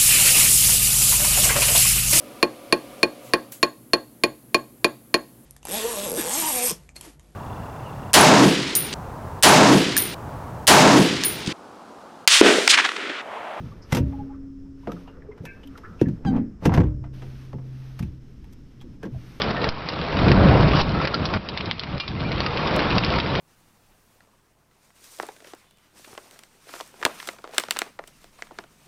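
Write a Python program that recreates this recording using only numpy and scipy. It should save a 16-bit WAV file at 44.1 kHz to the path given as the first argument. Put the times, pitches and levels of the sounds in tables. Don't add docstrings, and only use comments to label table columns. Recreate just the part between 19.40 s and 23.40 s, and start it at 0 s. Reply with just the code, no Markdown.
import sys
import numpy as np
from scipy import signal
from scipy.fft import rfft, irfft
from scipy.io import wavfile
from scipy.ndimage import uniform_filter1d

SR = 44100
rng = np.random.default_rng(int(sys.argv[2]) if len(sys.argv) > 2 else 0)


def wav_out(sig):
    wavfile.write(sys.argv[1], SR, np.round(np.clip(np.atleast_2d(sig).T, -1, 1) * 32767).astype(np.int16))


N = 176400
CUTOFF_HZ = 6400


def hail():
    # start in seconds, relative level in dB, strongest pitch in Hz, splash fade in seconds.
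    stones = [(0.0185, -7.5, 4100, 0.002), (.1067, -17, 1340, 0.0059), (0.217, -19.5, 3500, .008),
              (0.2429, -8.5, 1330, 0.0042), (.290, -12, 4600, 0.0012), (.488, -13, 4440, 0.005),
              (.6145, -18, 2500, 0.0033), (.769, -17.5, 2480, 0.005), (.790, -13, 1800, 0.0068),
              (.883, -12, 3000, 0.0049), (0.9165, -6.5, 1720, 0.0032), (1.006, -31, 1500, .003),
              (1.209, -19, 3300, .003), (1.412, -11.5, 4400, 0.0056), (1.493, -23.5, 4300, 0.0016),
              (1.652, -11, 1880, 0.0037), (1.6732, -11.5, 2200, .005), (1.743, -10.5, 4800, 0.0065),
              (1.8549, -12.5, 5000, .007), (1.938, -12, 1490, 0.0088), (2.088, -16.5, 3750, 0.0046),
              (2.175, -13.5, 3270, 0.0033), (2.2091, -16, 2690, 0.0035), (2.2576, -21, 4000, 0.0055),
              (2.312, -9, 2210, 0.0015), (2.3952, -14, 3870, 0.0028), (2.4353, -19, 2480, 0.0052),
              (2.58, -25, 4500, 0.0027), (2.5994, -16.5, 3800, 0.0084), (2.679, -17.5, 3850, 0.0061),
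              (2.805, -22.5, 3000, 0.0052), (2.918, -15, 2520, 0.0052), (3.0043, -9.5, 3570, 0.0039),
              (3.063, -10.5, 2260, 0.0036), (3.1722, -14, 2500, 0.0079), (3.2735, -16, 3900, .004),
              (3.392, -9, 1850, 0.0082), (3.505, -14.5, 2600, .005), (3.5824, -6.5, 2580, .002),
              (3.637, -11, 2500, 0.008), (3.647, -12.5, 4400, .003), (3.7029, -15.5, 2800, .005),
              (3.758, -20, 3800, .005), (3.7858, -12, 2000, .004), (3.801, -12.5, 2980, .004),
              (3.8617, -21, 2200, .004), (3.9523, -13.5, 2400, .005)]
    # start in seconds, pitch in Hz, level in dB, seconds to fade by 60 dB.
    pings = [(.163, 1815, -25.5, 0.22), (1.549, 1298, -20.5, 0.26), (1.575, 1304, -24.5, .2),
             (1.602, 1326, -19.5, 0.11), (1.74, 1365, -14.5, 0.063), (2.775, 2090, -33.5, .22),
             (2.85, 2375, -26.5, 0.16), (3.064, 1240, -23, 0.13), (3.727, 1340, -19.5, 0.11),
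             (3.76, 947, -22, 0.21)]
    # pitch in Hz, level in dB, seconds to fade by 60 dB.
    plate_tones = [(2400, -26, 0.23), (2786, -26, 0.16), (3149, -49, .1), (3850, -40, 0.13),
                   (4269, -35, 0.12), (4932, -29.5, .08)]
    out = np.zeros(N)
    for start, *row in stones:
        add(out, start, stone(*row))
    for start, *row in pings:
        add(out, start, ring(*row))
    add(out, start_s=2.6005, sound=sum(ring(*tone) for tone in plate_tones))
    return out


def stone(db, hz, splash_s, crack_s=0.001):
    t, f = np.arange(SR // 10) / SR, np.fft.rfftfreq(SR // 10, 1 / SR)
    burst = rng.standard_normal(len(t)) * (np.exp(-t / crack_s) + amp(3.5) * np.exp(-t / splash_s))
    octaves = np.log2((f + 1) / hz)
    peak = amp(-4.5) + np.exp(-.5 * (octaves / 0.39) ** 2)
    tilt = amp(-1.5 * octaves)
    bass_cut = f ** 2 / (f ** 2 + 480 ** 2)
    colour = peak * tilt * bass_cut / (1 + (f / CUTOFF_HZ) ** 10) + 1e-4
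    log_gain = np.log(np.r_[colour, colour[-2:0:-1]])
    response = np.exp(signal.hilbert(log_gain).conj())[:len(f)]
    hit = irfft(rfft(burst) * response)
    return amp(db - 7.5) * hit / hit[:SR // 250].std()


def ring(hz, db, fade_s):
    t = np.arange(SR // 3) / SR
    return amp(db - 60 * t / fade_s) * np.sin(2 * np.pi * hz * t)


def deck(x, echoes_per_s=2000, fade_s=0.062):
    t = np.arange(SR // 4) / SR
    echoes = rng.standard_normal(len(t)) * (rng.random(len(t)) < echoes_per_s / SR)
    echoes *= (t > .003) * amp(-60 * t / fade_s)
    return x + amp(-9) * signal.fftconvolve(x, echoes / np.linalg.norm(echoes))[:N]


def patter(spots=40, hits_per_s=800, spread_db=4, fade_cycles=4.4):
    # frequency in Hz, relative level in dB.
    spectrum = [(500, -4), (1100, 7.5), (1600, -3), (2500, 2), (4000, -7), (6000, -3)]
    t, out = np.arange(SR // 40) / SR, np.zeros(N)
    size = amp(spread_db * np.minimum(rng.exponential(1, N), 4.5))
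    hits = size * (rng.random(N) < hits_per_s / SR)
    spot = rng.integers(0, spots, N)
    for k, hz in enumerate(np.geomspace(700, 5600, spots)):
        tone = unit(np.sin(2 * np.pi * hz * t) * np.exp(-t * hz / fade_cycles))
        click = unit(rng.standard_normal(len(t)) * np.exp(-t / .0015))
        out += signal.oaconvolve(hits * (spot == k), tone + 1.97 * click)[:N]
    band = signal.butter(4, [400, 6000], "band", fs=SR, output="sos")
    return amp(-28) * unit(signal.sosfilt(band, coloured(out, spectrum)))


def rain():
    # frequency in Hz, relative level in dB.
    spectrum = [(40, -5), (200, -3), (600, -7.5), (950, -5), (1300, 0), (1550, -6), (2500, -3.5),
                (3200, -7), (3900, -5), (5000, -14), (7000, -21.5)]
    return amp(-27.5) * patchy(noise(spectrum), patch_db=2.5, flicker_db=1.5)


def thunder():
    # time in seconds, level in dB.
    rumble_levels = [(0, -29), (.1, -21), (.17, -25.5), (.27, -20.5), (.35, -23.5), (.53, -24.5), (.6, -21),
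                     (.68, -25), (.93, -9), (1.2, -12), (1.4, -18), (1.52, -13.5), (1.63, -22.5),
                     (1.7, -24), (1.83, -14.5), (1.88, -21.5), (1.96, -11), (2.02, -21.5), (2.27, -19),
                     (2.42, -24.5), (2.56, -14.5), (2.62, -30.5), (2.71, -16), (2.82, -13.5), (3.05, -20),
                     (3.4, -24.5), (3.56, -18.5), (3.7, -22.5), (4, -20)]
    roar_levels = [(0, -26), (.25, -18), (.34, -25), (.7, -24), (.9, -17.5), (1.15, -17.5), (1.4, -22.5),
                   (1.7, -22), (1.88, -22.5), (1.96, -17.5), (1.99, -26.5), (2.3, -22.5), (2.35, -33),
                   (2.56, -23.5), (2.62, -35), (2.85, -25), (3.5, -22.5), (4, -25)]
    # frequency in Hz, relative level in dB.
    rumble_spectrum = [(15, -17.5), (32, -12), (50, -2.5), (75, -1.5), (105, -3), (135, 1), (165, -0.5),
                       (205, -2.5), (255, -9.5), (290, -5), (400, -15), (800, -27), (2000, -66)]
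    roar_spectrum = [(100, -17), (230, -6), (320, -3.5), (500, -1), (650, -2), (800, -6), (1100, -9),
                     (1600, -11), (2500, -26.5), (6000, -43)]
    rumble = level(rumble_levels) * noise(rumble_spectrum)
    roar = level(roar_levels) * patchy(noise(roar_spectrum), patch_db=1.45, flicker_db=0.46)
    return rumble + roar


def close_water(spatter_s=.068):
    # frequency in Hz, relative level in dB.
    spectrum = [(200, -31), (900, 3.5), (2000, -3.5), (5000, -5), (7000, -6)]
    # start in seconds, level in dB, fade time in seconds.
    knocks = [(0.289, -22, .05), (1.411, -16, 0.018)]
    out, t = np.zeros(N), np.arange(SR // 2) / SR
    spray = patchy(noise(spectrum), patch_db=1.5, flicker_db=3)
    add(out, start_s=1.348, sound=amp(-17.5) * spray[:round(spatter_s * SR)])
    for start, db, fade_s in knocks:
        add(out, start, amp(db) * (1 - np.exp(-t / 0.0012)) * np.exp(-t / fade_s))
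    return out


def digital_click():
    out = np.zeros(N)
    add(out, start_s=3.3638, sound=amp([-10.5]))
    return signal.sosfilt(signal.butter(1, (3800, 9600), "band", fs=SR, output="sos"), out)


def dips(fall_s=0.003, recover_db_per_s=22):
    # start in seconds, depth in dB.
    drops = [(0.016, 3.5), (0.117, 7.5), (0.292, 13), (.922, 3), (1.417, 7.5), (1.657, 9), (1.747, 7.5),
             (1.859, 8.5), (1.975, 15.5), (2.314, 15), (2.584, 14.5), (3.008, 7.5), (3.587, 4),
             (3.791, 5.5)]
    t = np.arange(N) / SR
    each_db = [(t >= start) * np.maximum(depth - recover_db_per_s * (t - start), 0)
               for start, depth in drops]
    return amp(-uniform_filter1d(np.max(each_db, axis=0), round(fall_s * SR)))


def amp(db):
    return 10 ** (np.asarray(db) / 20)


def unit(x):
    return x / np.sqrt(np.mean(x ** 2) + 1e-20)


def level(points):
    return amp(np.interp(np.arange(N) / SR, *np.transpose(points)))


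def add(mix, start_s, sound):
    part = mix[max(round(start_s * SR), 0):][:len(sound)]
    part += sound[:len(part)]


def coloured(x, spectrum):
    hz, db = np.transpose(spectrum)
    f = np.fft.rfftfreq(len(x), 1 / SR)
    gain = amp(np.interp(np.log(f + 1), np.log(hz), db))
    return irfft(rfft(x) * gain, len(x))


def noise(spectrum):
    return unit(coloured(rng.standard_normal(N), spectrum))


def patchy(x, patch_db, flicker_db):
    bands = signal.stft(x, nperseg=512, noverlap=384)[2]
    patches = uniform_filter1d(rng.standard_normal(bands.shape), size=5, axis=0)
    patches = unit(uniform_filter1d(patches, size=10, axis=1))
    flicker = unit(uniform_filter1d(rng.standard_normal(bands.shape[1]), size=4))
    gain = amp(patch_db * patches + flicker_db * flicker)
    return unit(signal.istft(bands * gain, nperseg=512, noverlap=384)[1][:N])


def low_pass(x, hz):
    return signal.oaconvolve(x, signal.firwin(1023, hz, window=("kaiser", 9), fs=SR), "same")


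def scene():
    background = thunder() + rain() + deck(patter())
    return (deck(hail()) + dips() * background + close_water())[None]


def record(dry):
    # frequency in Hz, change in level in dB.
    mic_treble = [(4900, -2.5), (5300, -4), (5600, -9), (5900, -17.5), (6150, -28.5), (6400, -56)]
    padded = np.pad(dry[0], (0, SR // 10))
    dull = low_pass(coloured(padded, mic_treble)[:N], CUTOFF_HZ)
    return low_pass(dull + digital_click(), hz=16000)[None]


dry = scene()
out = record(dry)
wav_out(out)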